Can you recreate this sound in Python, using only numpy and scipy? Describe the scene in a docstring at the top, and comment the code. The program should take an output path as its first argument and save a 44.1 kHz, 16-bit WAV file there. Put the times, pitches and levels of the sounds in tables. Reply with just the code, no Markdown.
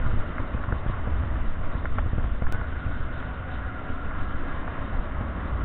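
"""Motorcycle ride on a wet road

Heard from inside a closed plastic housing: shaped noise makes the wind's buffeting, boom and flutter,
and the dull tyre roar, spray and wavering whistles that come through the walls.
Sine orders hum for the engine; raindrops ring the shell's modes with short hisses; knocks ring its low modes.
A deep shudder, a faint steady tone, one click and a trace of hiss complete it; loud peaks are rounded off.
"""
import sys
import numpy as np
from scipy import signal
from scipy.fft import rfft, irfft, next_fast_len
from scipy.io import wavfile

SR = 44100
rng = np.random.default_rng(int(sys.argv[2]) if len(sys.argv) > 2 else 0)


def to_wav(s):
    """Save 16-bit WAV."""
    ch = np.atleast_2d(s).T  # columns
    pcm = np.round(np.clip(ch, -1, 1) * 32767)  # PCM
    wavfile.write(sys.argv[1], SR, pcm.astype(np.int16))


N = 249076   # length [samples]

# engine hum: (time [s], base rate [Hz], third order level [dB], fifth order level [dB])
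ENGINE_ORDERS = [(2.9, 49.66, -64, -56), (3.3, 51.7, -49, -49.5), (3.8, 54, -51.5, -51),
                 (4.25, 56.27, -50.5, -49.5), (4.45, 56.3, -71, -49.5), (4.8, 55.37, -52, -54)]
# sudden step of the wave, heard as a click: (time [s], step [dB])
CLICK = (2.5244, -20)

# road strength: (time [s], roar level [dB], upper whistle level [dB])
ROAD_LEVELS = [(0.0, -37, -45.5), (0.8, -38, -56.5), (1.7, -40, -54.5), (2.51, -41.5, -50.5),
               (2.53, -39.5, -44), (3.0, -40, -45), (3.5, -40, -46), (4.3, -39, -43), (4.6, -37.5, -49.5),
               (5.1, -37, -52.5), (5.65, -38.5, -51.5)]
# colour of the roar through the walls: (frequency [Hz], relative density [dB per Hz])
ROAR_SPECTRUM = [(300, -11.5), (430, -7), (620, -3), (820, -9.5), (1090, -4.5), (1230, -5), (1400, -6),
                 (1600, -10), (2050, -12.5), (2220, -18), (2450, -21.5), (3100, -22), (3330, -29.5),
                 (3500, -24.5), (3780, -17), (3950, -18.5), (4200, -3)]
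# edges of the noise bands whose levels change on their own: (frequency [Hz], ...)
PATCH_EDGES = (450, 700, 950, 1250, 1600, 2200, 2900, 3600, 4300)
# spray against the roar: (time [s], level [dB])
SPRAY_LEVEL = [(0.0, -1.5), (1.2, -0.5), (2.4, -1.5), (2.7, 3), (4.0, 2.5), (5.65, -4)]
# centre of the upper whistle: (time [s], frequency [Hz])
UPPER_WHISTLE_PITCH = [(0, 1380), (2.51, 1389), (2.53, 1450), (3.2, 1440), (3.7, 1400), (4.2, 1382),
                       (4.6, 1360), (5.65, 1377)]
# wall resonances: (frequency [Hz], width of one filter pass [Hz])
WALL_RESONANCES = [(1080, 100), (741.3, 39), (1654, 45)]
# whistle of each wall resonance: (time [s], first level [dB], second level [dB], third level [dB])
WALL_WHISTLE_LEVELS = [(0.298, -71.5, -62.5, -65), (0.699, -48, -60, -62), (1.399, -57, -65, -65),
                       (2.3, -59, -68, -61.5), (2.702, -64, -62.5, -58.5), (3.601, -68, -51.5, -55.5),
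                       (4.2, -49.5, -54, -52), (5.102, -52.5, -59.5, -58), (5.65, -50.5, -63, -60.5)]

# large drops on the shell: (time [s], strength [dB], brightness [dB per octave])
LARGE_DROPS = [(0.058, -18, 2), (0.192, -14, -10), (0.379, -12, 3.5), (0.635, -14, -7), (0.685, -22, -6),
               (0.72, -14.5, 3.5), (0.865, -18, -8), (0.989, -19, -15), (1.072, -18, -13),
               (1.233, -19.5, -6.5), (1.361, -27, -17), (1.853, -15, 6.5), (1.981, -7, -1.5),
               (1.986, -11.5, -11), (2.18, -22, -12), (2.238, -16, -6), (2.418, -18, 3), (2.464, -12.5, -1),
               (2.542, -18.5, 9.5), (2.55, -22, -8), (2.609, -16, -3), (2.64, -20, -6.5),
               (2.908, -22.5, -12), (3.224, -19.5, 6), (3.583, -23, 0), (4.107, -16, 1), (4.113, -18, -8),
               (4.152, -20, -2), (4.675, -15, -7)]
# ringing modes of the shell: (frequency [Hz], relative level [dB], 60 dB decay time [s])
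SHELL_MODES = [(627, -13, 0.016), (846, -6, 0.015), (1082, -8, 0.027), (1425, 0.5, 0.015),
               (1430, -8.5, 0.012), (1716, -3, 0.012), (2130, -6, 0.025)]
# heavy knocks on the housing: (time [s], strength [dB], brightness [dB per octave])
HEAVY_KNOCKS = [(0.057, -17.5, 0.5), (0.132, -20.5, -0.5), (0.189, -31, -7), (0.266, -27.5, 2),
                (0.394, -19, 2), (0.541, -20, -2), (0.676, -25, -3.5), (0.719, -12, 2.5),
                (0.857, -17.5, -0.5), (0.892, -17.5, -0.5), (1.067, -16, 3), (1.117, -23.5, 2),
                (1.229, -17.5, 1), (1.511, -35, 6), (1.668, -26, 5), (1.746, -29.5, -8.5),
                (1.841, -16.5, 2), (1.912, -29.5, 3), (1.975, -25, 8), (2.056, -19, 1), (2.126, -17, 1.5),
                (2.176, -14.5, 1.5), (2.237, -19.5, 0.5), (2.415, -13, 2), (2.468, -25, -1),
                (2.539, -12.5, 3), (2.858, -23.5, -3), (3.673, -30, -1), (3.789, -34, 1), (3.893, -27.5, 0),
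                (4.151, -25, 5), (4.535, -31, -3), (4.659, -29, -2.5), (4.781, -31.5, -4.5), (4.99, -26, 0),
                (5.204, -20.5, -0.5), (5.45, -29.5, -4), (5.564, -27, 1)]
# low modes of the housing: (frequency [Hz], relative level [dB], 60 dB decay time [s])
BODY_MODES = [(61.7, -1.5, 0.14), (98.8, 1, 0.09), (151, -6.5, 0.021), (196, -7, 0.062), (323, -9.5, 0.029),
              (473, -4, 0.029), (564, -12.5, 0.032)]

# wind: (time [s], buffeting level [dB], boom level [dB], upper boom level [dB], flutter level [dB])
WIND_LEVELS = [(0.0, -23, -25.5, -38, -39), (0.06, -25.5, -37, -31.5, -38.5),
               (0.2, -19.5, -34.5, -34, -37.5), (0.23, -29.5, -37, -42.5, -40),
               (0.44, -28, -40, -44.5, -39), (0.5, -39.5, -33, -44, -43), (0.61, -24, -35.5, -43, -40.5),
               (0.66, -33, -37, -43, -43), (0.72, -21, -37.5, -42, -38.5), (0.85, -37, -37.5, -38.5, -43),
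               (0.88, -12, -36, -36, -45.5), (0.94, -26.5, -36, -35.5, -42.5),
               (1.15, -24.5, -28, -45, -39.5), (1.18, -36.5, -28, -44, -41), (1.37, -22, -31, -38, -38),
               (1.56, -22, -35.5, -41, -42), (1.79, -29, -34, -40, -41), (2.0, -17.5, -32, -36, -42.5),
               (2.04, -27.5, -33, -37.5, -40.5), (2.33, -18, -30.5, -41, -41), (2.41, -30, -34, -42, -45),
               (2.47, -19, -36, -41, -41), (2.64, -35, -33.5, -42, -43.5), (3.04, -25, -36, -40.5, -41),
               (3.45, -37.5, -38, -43.5, -45), (3.66, -32.5, -34, -42, -45.5),
               (3.71, -44.5, -39.5, -43, -43.5), (3.78, -30, -39, -43.5, -42.5),
               (4.29, -28.5, -32.5, -43, -40.5), (4.77, -36.5, -40.5, -48.5, -42),
               (4.81, -28.5, -34, -40, -45.5), (4.88, -43, -35, -41, -39.5), (4.95, -30, -32, -43.5, -40),
               (5.35, -39.5, -32.5, -41, -39), (5.46, -35, -34, -42.5, -39), (5.65, -43, -22.5, -41, -39)]
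# colour of the slow buffeting: (frequency [Hz], relative density [dB per Hz])
BUFFET_SPECTRUM = [(3, -10), (8, -2), (13, -4), (18, -2.5), (25, -15.5), (36, -16), (60, -24)]
# colour of the housing's boom: (frequency [Hz], relative density [dB per Hz])
BOOM_SPECTRUM = [(25, -16), (45, -8), (64, -1.5), (80, -5.5), (100, -18)]
# colour of the upper boom: (frequency [Hz], relative density [dB per Hz])
UPPER_BOOM_SPECTRUM = [(70, -14), (88, 3), (102, -1), (125, -5), (160, -20)]
# colour of the flutter: (frequency [Hz], relative density [dB per Hz])
FLUTTER_SPECTRUM = [(100, -8.5), (150, 0), (200, -2.5), (250, 1.5), (310, -4.5), (400, -14), (550, -41.5)]

WHINE_HZ, WHINE_DB = 3483, -80   # rms level
HISS_DB = -102   # rms before the last filter
BUMP_S, BUMP_LENGTH_S, BUMP_HZ, BUMP_DB = 4.975, 0.18, 27.6, -19.5   # centre time, whole length
PATCH_DB, PATCH_RATE_HZ = 1, 13   # depth and rate of the random level changes, band by band
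# depth and lower limit of the random level changes in the highest noise bands
TOP_PATCH_DB, TOP_PATCH_HZ = 3.5, 3500
SPRAY_HZ, SPRAY_FLICKER_DB = 1850, 1   # above this the roar is spray and flickers on its own
UPPER_WIDTH_HZ, UPPER_WAVER_HZ = 145, 24.9   # width of one filter pass, spread of the waver
DROP_SHARE_DB, KNOCK_SHARE_DB = -10.5, 0   # part of a blow's strength that one mode takes
WALL_CUT_HZ = 1830   # the shell passes little of a tick above this
SPLASH_DB, SPLASH_T60_S, SPLASH_BAND_HZ = -19.5, 0.032, (594, 1900)   # against the drop, before make-up gain
THUMP_FLOOR_DB, THUMP_SPREAD_DB = -33.5, 2   # small thumps, before the mode levels
MIC_STOP_HZ, FINAL_STOP_HZ = 4637.38, 16800   # where the steep low-passes reach full depth


def from_db(db):
    """Turn decibels into gain."""
    return 10 ** (np.asarray(db) / 20)


def rms_one(x):
    """Scale to rms 1."""
    return x / np.sqrt(np.mean(x ** 2) + 1e-20)


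def in_time(rows):
    """Draw each column as a curve with a value at every sample."""
    times, *columns = np.transpose(rows)
    return [np.interp(np.arange(N) / SR, times, column) for column in columns]


def drift(rate_hz):
    """Wander slowly at random: coarse noise through a double one-pole low-pass, spread 1."""
    step = 40   # samples between noise values
    pole = np.exp(-2 * np.pi * rate_hz * step / SR)
    noise = rng.standard_normal(N // step + 2002)
    slow = signal.lfilter([1], [1, -2 * pole, pole * pole], noise)[2000:]   # settled part
    return np.interp(np.arange(N) / step, np.arange(len(slow)), rms_one(slow))


def ring(clicks, hz, t60):
    """Let every unit click start a decaying cosine of height 1."""
    pole, turn = from_db(-60 / (t60 * SR)), 2 * np.pi * hz / SR
    numerator = [1, -pole * np.cos(turn)]
    denominator = [1, -2 * pole * np.cos(turn), pole * pole]
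    return signal.lfilter(numerator, denominator, clicks + 1e-18)


def coloured(x, spectrum):
    """Shape the spectrum of x, dropping 40 dB in an octave beyond both ends; rms 1."""
    size = next_fast_len(N)
    hz = np.arange(1, size // 2 + 2) * SR / size
    points, db = np.transpose(spectrum)
    points = [points[0] / 2, *points, points[-1] * 2]
    db = [db[0] - 40, *db, db[-1] - 40]
    shape_db = np.interp(np.log(hz), np.log(points), db)
    return rms_one(irfft(rfft(x, size) * from_db(shape_db), size)[:N])


def turbulence(gusts, shared_db, own_db, rate_hz):
    """White noise whose strength follows the shared gusts and lumps of its own."""
    return rng.standard_normal(N) * from_db(shared_db * gusts + own_db * drift(rate_hz))


def struck(times, strengths_db, modes, tilt, pivot_hz, spread_db, smear_s, contact):
    """Each blow excites every mode by a chance amount, low modes later, with force shaped by the contact."""
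    out = np.zeros(N)
    chance = rng.standard_normal((len(times), len(modes)))
    lags = rng.uniform(.5, 1, (len(times), len(modes)))
    signs = rng.choice([-1, 1], len(times))
    lowest_hz = modes[0][0]
    for k, (hz, level_db, t60) in enumerate(modes):
        delay_s = smear_s * lags[:, k] * lowest_hz / hz
        at = np.round((times + delay_s) * SR).astype(int)
        brightness_db = tilt * np.log2(hz / pivot_hz)
        clicks = np.zeros(N)
        clicks[at] = signs * from_db(strengths_db + level_db + brightness_db + spread_db * chance[:, k])
        out += ring(clicks, hz, t60)
    return signal.fftconvolve(out, contact)[:N]


def whine():
    """A faint steady sine, probably electrical."""
    return np.sqrt(2) * from_db(WHINE_DB) * np.sin(2 * np.pi * WHINE_HZ * np.arange(N) / SR)


def click():
    """The wave jumps downward, then relaxes exponentially in a few milliseconds."""
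    time_s, step_db = CLICK
    out, at = np.zeros(N), round(time_s * SR)
    out[at:] = -from_db(step_db) * np.exp(-np.arange(N - at) / (0.0042 * SR))
    return out


def engine():
    """Two orders of the firing rate hum while the engine pulls, fading in and out."""
    base_hz, third_db, fifth_db = in_time(ENGINE_ORDERS)
    phase = 2 * np.pi * np.cumsum(base_hz) / SR
    start, end = ENGINE_ORDERS[0][0], ENGINE_ORDERS[-1][0]
    pulling = np.interp(np.arange(N) / SR, [start - .2, start, end, end + .2], [0, 1, 1, 0])
    third = from_db(third_db) * np.sin(3 * phase)
    fifth = from_db(fifth_db) * np.sin(5 * phase)
    return np.sqrt(2) * pulling * (third + fifth)


def bump():
    """A few slow shakes that swell and fade, probably a bump in the road."""
    t = np.arange(N) / SR - BUMP_S
    swell = np.cos(np.pi * np.clip(t / BUMP_LENGTH_S, -.5, .5)) ** 2
    return from_db(BUMP_DB) * swell * np.cos(2 * np.pi * BUMP_HZ * t)


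def patchy(x):
    """Vary the level of each noise band at random, independently of the others."""
    out = x.copy()
    for band in zip(PATCH_EDGES, PATCH_EDGES[1:]):
        part = signal.sosfiltfilt(signal.butter(1, band, "band", fs=SR, output="sos"), x)
        depth_db = TOP_PATCH_DB if band[0] > TOP_PATCH_HZ else PATCH_DB
        out += part * (from_db(depth_db * drift(PATCH_RATE_HZ)) - 1)
    return out


def upper_whistle(gusts):
    """A broad band of noise, low-passed around zero and shifted up to a sliding, wavering centre."""
    pole = np.exp(-np.pi * UPPER_WIDTH_HZ / SR)
    noise = turbulence(gusts, 0.4, 0.2, 28.0) + 1j * turbulence(gusts, 0.4, 0.2, 28.0)
    slow = signal.lfilter([1], [1, -2 * pole, pole * pole], noise)
    centre_hz = in_time(UPPER_WHISTLE_PITCH)[0] + UPPER_WAVER_HZ * drift(8.0)
    return rms_one(np.real(slow * np.exp(2j * np.pi * np.cumsum(centre_hz) / SR)))


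def wall_whistle(gusts, hz, width_hz):
    """Spray noise meets a wall resonance: turbulence passes the same resonator twice."""
    pole, turn = np.exp(-np.pi * width_hz / SR), 2 * np.pi * hz / SR
    whistle = turbulence(gusts, 0.96, 0.31, 28.0)
    for _ in range(2):
        whistle = signal.lfilter([1, 0, -1], [1, -2 * pole * np.cos(turn), pole * pole], whistle)
    return rms_one(whistle)


def road(gusts):
    """Tyre roar on the wet surface as shaped noise, with flickering spray and broad whistles."""
    roar_db, upper_db = in_time(ROAD_LEVELS)
    roar = from_db(roar_db) * patchy(coloured(turbulence(gusts, 0.52, 0.092, 32.0), ROAR_SPECTRUM))
    spray = signal.sosfilt(signal.butter(2, SPRAY_HZ, "high", fs=SR, output="sos"), roar)
    spray_db = in_time(SPRAY_LEVEL)[0] + SPRAY_FLICKER_DB * drift(60.0)
    out = roar + spray * (from_db(spray_db) - 1)   # the roar already holds the spray once
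    out += from_db(upper_db) * upper_whistle(gusts)
    for (hz, width_hz), whistle_db in zip(WALL_RESONANCES, in_time(WALL_WHISTLE_LEVELS)):
        out += from_db(whistle_db) * wall_whistle(gusts, hz, width_hz)
    return out


def rain():
    """Large drops tick the shell, spread over milliseconds; small ones patter at random; walls dull both."""
    touch = np.hanning(15) / 7
    times, strength_db, tilt = np.transpose(LARGE_DROPS)
    large = struck(times, strength_db + DROP_SHARE_DB, SHELL_MODES, tilt, pivot_hz=990,
                   spread_db=-0.5, smear_s=0.00798, contact=touch)
    small_times = np.sort(rng.uniform(0, N / SR - .02, size=120))
    small_db = -46 + 3.5 * np.minimum(rng.exponential(1, len(small_times)), 3)
    small = struck(small_times, small_db, SHELL_MODES, 0, pivot_hz=1200,
                   spread_db=2.5, smear_s=0.0031, contact=touch)
    return signal.sosfilt(signal.butter(6, WALL_CUT_HZ, fs=SR, output="sos"), large + small)


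def splash():
    """Each large drop bursts into a short hiss: band-passed noise dying exponentially."""
    times, strength_db, _ = np.transpose(LARGE_DROPS)
    starts = np.zeros(N)
    starts[np.round((times + 0.002) * SR).astype(int)] = from_db(strength_db + SPLASH_DB)
    dying = signal.lfilter([1], [1, -from_db(-60 / (SPLASH_T60_S * SR))], starts + 1e-18)
    burst = dying * 3 * rng.standard_normal(N)   # 3 is the make-up gain
    return signal.sosfilt(signal.butter(5, SPLASH_BAND_HZ, "band", fs=SR, output="sos"), burst)


def knocks():
    """Blows that load slowly and let go fast ring the low modes; small thumps come at random."""
    t = np.arange(300) / SR
    push = np.exp((t - t[-1]) / 0.0018)
    push /= push.sum()
    times, strength_db, tilt = np.transpose(HEAVY_KNOCKS)
    heavy = struck(times, strength_db + KNOCK_SHARE_DB, BODY_MODES, tilt, pivot_hz=197,
                   spread_db=0.0, smear_s=0, contact=push)
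    small_times = np.sort(rng.uniform(0, N / SR - .02, size=90))
    small_db = THUMP_FLOOR_DB + THUMP_SPREAD_DB * np.minimum(rng.exponential(1, len(small_times)), 3)
    small = struck(small_times, small_db, BODY_MODES, 0, pivot_hz=200,
                   spread_db=2.0, smear_s=0, contact=push)
    return heavy + small


def wind(gusts):
    """Slow pressure swings, two booms of the housing and a faster flutter, all from shaped noise."""
    buffet_db, boom_db, upper_db, flutter_db = in_time(WIND_LEVELS)
    buffet = from_db(buffet_db) * coloured(turbulence(gusts, 0.4, 0.54, 5.3), BUFFET_SPECTRUM)
    boom = from_db(boom_db) * coloured(turbulence(gusts, 0.21, 0.3, 21.0), BOOM_SPECTRUM)
    upper = from_db(upper_db) * coloured(turbulence(gusts, 0.51, 0.5, 14.0), UPPER_BOOM_SPECTRUM)
    flutter = from_db(flutter_db) * coloured(turbulence(gusts, 0.59, 0.96, 51.0), FLUTTER_SPECTRUM)
    return buffet + boom + upper + flutter


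def scene():
    """Everything that reaches the microphone inside the housing; wind and road share the gusts."""
    gusts = drift(5.6)
    background = whine() + engine() + bump() + road(gusts)
    blows = rain() + splash() + knocks()
    return (background + blows + wind(gusts))[None]


def record(dry):
    """Round the highest peaks and cut the top, then add click and hiss under a wider cut."""
    rounded = dry / (1 + (dry / .23) ** 6) ** (1 / 6)   # never exceeds 0.23
    dull = signal.sosfilt(signal.cheby2(14, 90, MIC_STOP_HZ, fs=SR, output="sos"), rounded)
    hiss = from_db(HISS_DB) * rng.standard_normal(N)
    wide_cut = signal.cheby2(14, 70, FINAL_STOP_HZ, fs=SR, output="sos")
    return signal.sosfilt(wide_cut, dull + click() + hiss)


dry = scene()
out = record(dry)
to_wav(out)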